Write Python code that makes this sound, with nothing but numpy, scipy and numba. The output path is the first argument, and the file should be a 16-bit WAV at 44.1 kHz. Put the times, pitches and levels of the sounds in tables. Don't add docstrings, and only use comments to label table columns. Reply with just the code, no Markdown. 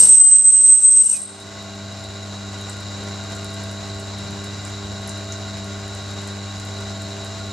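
import sys
import numpy as np
from scipy import signal
from scipy.fft import rfft, irfft
from scipy.io import wavfile
from scipy.ndimage import uniform_filter1d, minimum_filter1d
from numba import njit

SR = 44100
rng = np.random.default_rng(int(sys.argv[2]) if len(sys.argv) > 2 else 0)


def bounce(signal):
    frames = np.transpose(np.atleast_2d(signal))
    limited = np.clip(frames, -1, 1)
    pcm = np.round(limited * 32767).astype(np.int16)
    wavfile.write(sys.argv[1], SR, pcm)


N = 331632
T = np.arange(N) / SR
FREQS = np.maximum(np.fft.rfftfreq(N, 1 / SR), 1)
LIFT_S = 1.172

# time in seconds, pressure from 0 to 1.
BLADE_PRESSURE = [(0, 0), (.085, 0.33), (.1, 0.55), (.17, .58), (.24, 0.99), (.39, .63), (1.015, .59),
                  (1.04, 0.44), (1.13, 0.18)]


def undb(db):
    return 10 ** (np.asarray(db) / 20)


def unit(x):
    return x / np.sqrt(np.mean(x ** 2))


def ramp(x, start, end):
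    return np.clip((x - start) / max(end - start, 1e-6), 0, 1)


def since(s):
    return np.maximum(T - s, 0)


def walk(rate):
    hold_samples = max(int(SR / rate), 1)
    steps = np.repeat(rng.standard_normal(N // hold_samples + 1), hold_samples)
    smooth = uniform_filter1d(uniform_filter1d(steps, hold_samples), hold_samples)
    return 1.3 * smooth[:N]


def tone(hz):
    cycles = np.cumsum(hz + np.zeros(N)) / SR
    return np.sqrt(2) * np.sin(2 * np.pi * cycles)


def noise(side_db):
    mid, side = rng.standard_normal((2, N))
    return unit(mid + undb(side_db) * side * np.array([[1], [-1]]))


def colour(points):
    hz, db = np.transpose(points)
    return undb(np.interp(np.log(FREQS), np.log(hz), db))


def low_pass(hz, order):
    return 1 / np.sqrt(1 + (FREQS / hz) ** (2 * order))


def resonances(modes):
    response = 0
    for k, (hz, width, db) in enumerate(modes):
        detuning = (FREQS / hz - hz / FREQS) * hz / width
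        response = response + (-1) ** k * undb(db) / (1 + 1j * detuning)
    return response


def shape(x, response):
    return irfft(rfft(x) * response, N)


def workshop(x, wet_db, t60_s):
    t = T[:SR // 2]
    echo = rng.standard_normal((2, len(t))) * undb(-60 * t / t60_s) * (t > .003)
    echo /= np.sqrt(np.sum(echo ** 2, axis=1, keepdims=True))
    echoed = signal.fftconvolve(x * np.ones((2, 1)), echo, axes=1)[:, :N]
    return x + undb(wet_db) * echoed


def blade_pressure():
    seconds, pressure = np.transpose(BLADE_PRESSURE)
    return np.interp(T, seconds, pressure)


def knife():
    # centre in seconds, squeal change in dB, half length in seconds.
    skips = [(0.064, -6, 0.0074), (0.085, -6, 0.0069), (0.193, -10, 0.0045), (0.302, -3.5, .012),
             (0.375, -4, 0.0065), (0.433, -10, 0.0092), (0.517, -8.5, 0.006), (0.63, -6, 0.0065),
             (0.803, -4, 0.01), (0.899, -9, 0.0064), (1.03, -12, 0.0027), (1.081, -7, 0.0065),
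             (1.098, 8, .004), (1.142, 6, .004)]
    # pitch in Hz, width in Hz, relative level in dB.
    blade_modes = [(2930, 65, -13.5), (5310, 170, -14), (5810, 65, -9.5), (6060, 72, -7.5), (7240, 91, 3.5),
                   (7510, 87, 5), (8250, 208, 6), (9950, 330, -7)]
    # frequency in Hz, relative level in dB.
    grit = [(100, -25.5), (250, -20), (550, -22.5), (2000, -34), (3400, -26.5), (5000, -21), (6700, -31),
            (7800, -16), (8900, -28), (9600, -22.5), (11200, -20.5), (12500, -39), (15500, -48)]
    free_hz, sag_hz = 8297, 139
    slip_pressure, grip_pressure = .42, .54
    skate_db, grip_db = -4.5, 5.5
    scrape_start_db, scrape_rise_db = -18, 8
    lift_time_s, lift_drop_db = 0.04, 12
    squeal_fade, scrape_fade = 138, 137

    pressure = blade_pressure()
    grip = ramp(pressure, slip_pressure, grip_pressure)
    leaving_s = LIFT_S - lift_time_s
    lifted = ramp(T, leaving_s, LIFT_S)
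    skip_db = sum(db * np.exp(-((T - s) / length) ** 2) for s, db, length in skips)
    squeal_db = skate_db + (grip_db - skate_db) * grip + skip_db
    squeal_db = squeal_db - lift_drop_db * lifted - squeal_fade * since(LIFT_S)
    scrape_db = scrape_start_db + scrape_rise_db * pressure + 0.3 * skip_db
    scrape_db = scrape_db - scrape_fade * since(leaving_s)

    purity = np.clip(0.64 + grip, 0, 1) * (1 - lifted)
    wobble_hz = 6 * walk(45) + 13 * walk(300)
    flicker_db = 1.1 * walk(70) + .5 * walk(400)
    pure = tone(free_hz - sag_hz * pressure + wobble_hz) * undb(flicker_db)
    loose = unit(shape(rng.standard_normal(N), resonances([(8320, 130, 0)]) ** 2))
    squeal = (np.sqrt(purity) * pure + np.sqrt(1 - purity) * 0.49 * loose) * undb(squeal_db)

    grains = noise(side_db=-11) * undb(3.6 * walk(2500) + 0.54 * walk(60))
    steel = (resonances(blade_modes) + 1j * colour(grit)) * low_pass(12000, order=10)
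    scrape = unit(shape(grains, steel)) * undb(scrape_db)
    return workshop(squeal, wet_db=-6.5, t60_s=0.41) + scrape


def rasp():
    start_db, fall_db, fade_db_per_s = -26, 18, 330
    light, firm = 0.23, .6
    db = start_db - fall_db * ramp(blade_pressure(), light, firm) - fade_db_per_s * since(LIFT_S)
    grains = noise(side_db=-18) * undb(3.5 * walk(1500) + 1.0 * walk(120))
    spectrum = colour([(60, -2), (220, 4.5), (700, -11), (2000, -11.5), (4000, -2.0), (6000, 9),
                       (10500, 2.5), (12500, -9), (15500, -25.5)])
    return unit(shape(grains, spectrum)) * undb(db)


def hum():
    # level in dB, slip beat in Hz,
    # share of the beating part (0 to 1), left minus right in dB.
    harmonics = [(-34, 1.3, 0.03, 0.4), (-38.5, 1.548, 0.21, 2), (-47, 2.24, 0.12, -4), (-57, 1.3, .1, -14),
                 (-61.5, 3.3, 0.24, -3.5), (-50, 1.01, 0.16, 3.5)]
    mains_hz = 50
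    in_step_s = 3.05
    out = 0
    for k, (db, beat_hz, share, pan_db) in enumerate(harmonics):
        phase = 2 * np.pi * 2 * mains_hz * (k + 1) * T
        slip = 2 * np.pi * beat_hz * (T - in_step_s)
        line = np.sqrt(2) * (np.cos(phase) + share * np.cos(phase - slip))
        left_right_db = np.array([[pan_db], [-pan_db]]) / 2
        out = out - line * undb(db + .45 * walk(7.2) + left_right_db)
    return out


def rotor():
    # pitch in Hz, level in dB, unsteadiness in dB.
    rotor_tones = [(397.7, -47, 1.5), (770.3, -57, 3), (796.1, -57, 2), (1093.7, -50, 1), (1194.5, -60, 2),
                   (1592, -56.5, 3)]
    whine_hz, whine_db = 659.8, -46.5
    beat_hz, beat_share, crest_s = .562, 0.56, 3.64
    lines = 0
    for hz, db, wander_db in rotor_tones:
        lines = lines + tone(hz + .5 * walk(4.99)) * undb(db + wander_db * walk(7))
    beat = np.abs(1 + beat_share * np.exp(2j * np.pi * beat_hz * (T - crest_s)))
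    whine = tone(whine_hz + 0.8 * walk(8)) * beat * undb(whine_db + 0.41 * walk(12))
    return lines + whine


def bearing():
    # pitch in Hz, width in Hz, relative level in dB.
    housing = [(1410, 21, 0.5), (1448, 25, -1.5), (1544, 19.5, -3), (1998, 47, -6.5), (2370, 51, -15),
               (2789, 22, -7.5), (2865, 15.4, -4.5), (3677, 20, -6.5), (3800, 41, 1), (3890, 38, 3),
               (3913, 24, 3), (3990, 23, 1), (4014, 19, 0), (4080, 14, 0.5), (4120, 20, -2),
               (4247, 29, -6.5), (4352, 16, -6.5), (4370, 56, -15.5), (4640, 42, -9.5), (4930, 52, -11.5),
               (5214, 44, -11.5), (5440, 45, -10), (6200, 74, -15), (6960, 113, -7.5), (7420, 210, -12)]
    ball_hz, cage_hz = 110.22, 15.7
    passes = np.cumsum(ball_hz * (1 + .0012 * walk(25))) / SR
    clicks = np.diff(np.floor(passes) % 2, prepend=0)
    knocks = unit(clicks * undb(1.9 * walk(110)))
    rolling = noise(side_db=-14) * (1 + 0.31 * np.cos(2 * np.pi * passes))
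    cage = 1 + 0.12 * np.cos(2 * np.pi * cage_hz * T)
    ringing = shape((0.56 * knocks + rolling) * cage, resonances(housing))
    return unit(ringing) * undb(-38.5 + .5 * walk(3.95))


def rush():
    # frequency in Hz, relative level in dB.
    air_colour = [(25, -21), (45, -9), (72, 4.5), (140, 0), (280, -5.5), (520, -5.5), (720, -4), (1100, -8),
                  (1550, -11), (2500, -14), (3300, -14.5), (4700, -13.5), (7500, -14.5), (8400, -24.5),
                  (11000, -34.5), (15000, -45.5)]
    bass = low_pass(220, order=2)
    rumble = shape(noise(side_db=-10.5) * undb(1.8 * walk(8.7)), bass)
    hiss = noise(side_db=-7.5) * undb(0.65 * walk(40) + 1.4 * walk(500))
    lags_s = rng.uniform(0.002056, .016, size=8)
    reflections = sum(np.exp(-2j * np.pi * FREQS * lag) for lag in lags_s)
    comb = 1 + .17 * (1 - low_pass(700, order=2)) * reflections
    air = rumble + shape(hiss, comb * np.sqrt(1 - bass ** 2))
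    return unit(shape(air, colour(air_colour))) * undb(-37.0)


def drops():
    # start in seconds, relative level in dB,
    # tick against spray in dB (before a lift that all ticks share), tick pitch in Hz.
    large_drops = [(1.401, -31, -5, 8300), (2.0398, -31.5, 1, 7290), (2.6125, -31, -5, 7100),
                   (2.6966, -24, 2, 7500), (2.8055, -33, 1, 6960), (3.3209, -33, -1, 6860),
                   (3.351, -31, 0, 7420), (3.4451, -29, -7, 6960), (3.5408, -29, -8, 7380),
                   (3.6367, -29.5, -3, 5410), (3.713, -34, 4, 5410), (4.0003, -31, -1, 7360),
                   (4.4423, -29.5, -6, 7040), (4.6507, -29, 3, 7060), (5.0754, -28, -5, 10300),
                   (5.0936, -27.5, 10, 7230), (5.3224, -31, 13.5, 6000), (5.95, -32, 0, 7460),
                   (6.2745, -33, 2, 6910), (6.5989, -33, 3, 7250), (6.6508, -30, -5, 6980),
                   (7.0194, -29, -5, 7110), (7.2469, -30.5, -2, 7320)]
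    spray, ticks = np.zeros((2, N))
    t = T[:SR // 40]
    fade = np.exp(-t / 0.0019)
    grains = rng.standard_normal((len(large_drops), len(t)))
    for (s, db, tick_db, hz), grain in zip(large_drops, grains):
        i = int(s * SR)
        burst = grain * fade * undb(db - 2)
        band = signal.butter(2, [.92 * hz, 1.14 * hz], "bandpass", fs=SR, output="sos")
        spray[i:i + len(t)] += burst
        ticks[i:i + len(t)] += signal.sosfilt(band, burst) * undb(tick_db + 8.5)
    tiny = (rng.random(N) < 24 / SR) * undb(-45 + 3.5 * rng.standard_normal(N))
    patter = signal.fftconvolve(tiny, fade)[:N] * rng.standard_normal(N)
    spray_colour = colour([(3000, -29), (7000, -1.0), (9000, 8.5), (11000, -3.5), (13500, -10.5), (16000, -22)])
    bright = shape(spray + patter, spray_colour)
    return workshop(bright + ticks, wet_db=-3.0, t60_s=.16)


def tip():
    slide_s, start_hz, end_hz = .075, 2840, 2484
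    peak_db, swell_db_per_s, fade_db_per_s = -30, 190, 1000
    slide = ramp(T, LIFT_S - slide_s, LIFT_S)
    hz = start_hz + (end_hz - start_hz) * slide
    db = peak_db - swell_db_per_s * np.maximum(LIFT_S - T, 0) - fade_db_per_s * since(LIFT_S)
    return tone(hz + 70 * walk(450)) * undb(db + 3.9 * walk(150))


def scene():
    thin_db, fill_start_s, fill_end_s = -9.5, 1.36, 1.85
    motor = hum() + rotor() + bearing() + rush()
    bass = shape(motor, low_pass(142, order=4))
    bass_db = thin_db * (1 - ramp(T, fill_start_s, fill_end_s))
    grinder = (motor - bass) + bass * undb(bass_db)
    return knife() + tip() + rasp() + grinder + drops()


@njit
def hold(excess, attack, release):
    out, cut = np.empty(len(excess)), max(excess[0], 0.)
    for i in range(len(excess)):
        if excess[i] > cut:
            cut = cut + attack * (excess[i] - cut)
        else:
            cut = max(cut - release, 0.)
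        out[i] = cut
    return out


def record(dry):
    ceiling_db, attack_s, wait_s = -5.0, .0015, 0.079
    fast_db_per_s, slow_db_per_s, slow_share = 30.4, 6.6, 0.24
    top_hz = 15700
    power = uniform_filter1d(np.max(dry ** 2, axis=0), size=221)
    headroom_db = ceiling_db - 10 * np.log10(np.maximum(power, 1e-12))
    half = int(wait_s * SR / 2)
    excess_db = -minimum_filter1d(headroom_db, size=2 * half + 1, origin=half, mode="nearest")
    attack = 1 / (attack_s * SR)
    fast = hold(excess_db, attack, fast_db_per_s / SR)
    slow = hold(excess_db, attack, slow_db_per_s / SR)
    ducked = dry * undb(-(1 - slow_share) * fast - slow_share * slow)
    top_cut = signal.ellip(8, .2, 80, top_hz, fs=SR, output="sos")
    return signal.sosfilt(top_cut, ducked)


dry = scene()
out = record(dry)
bounce(out)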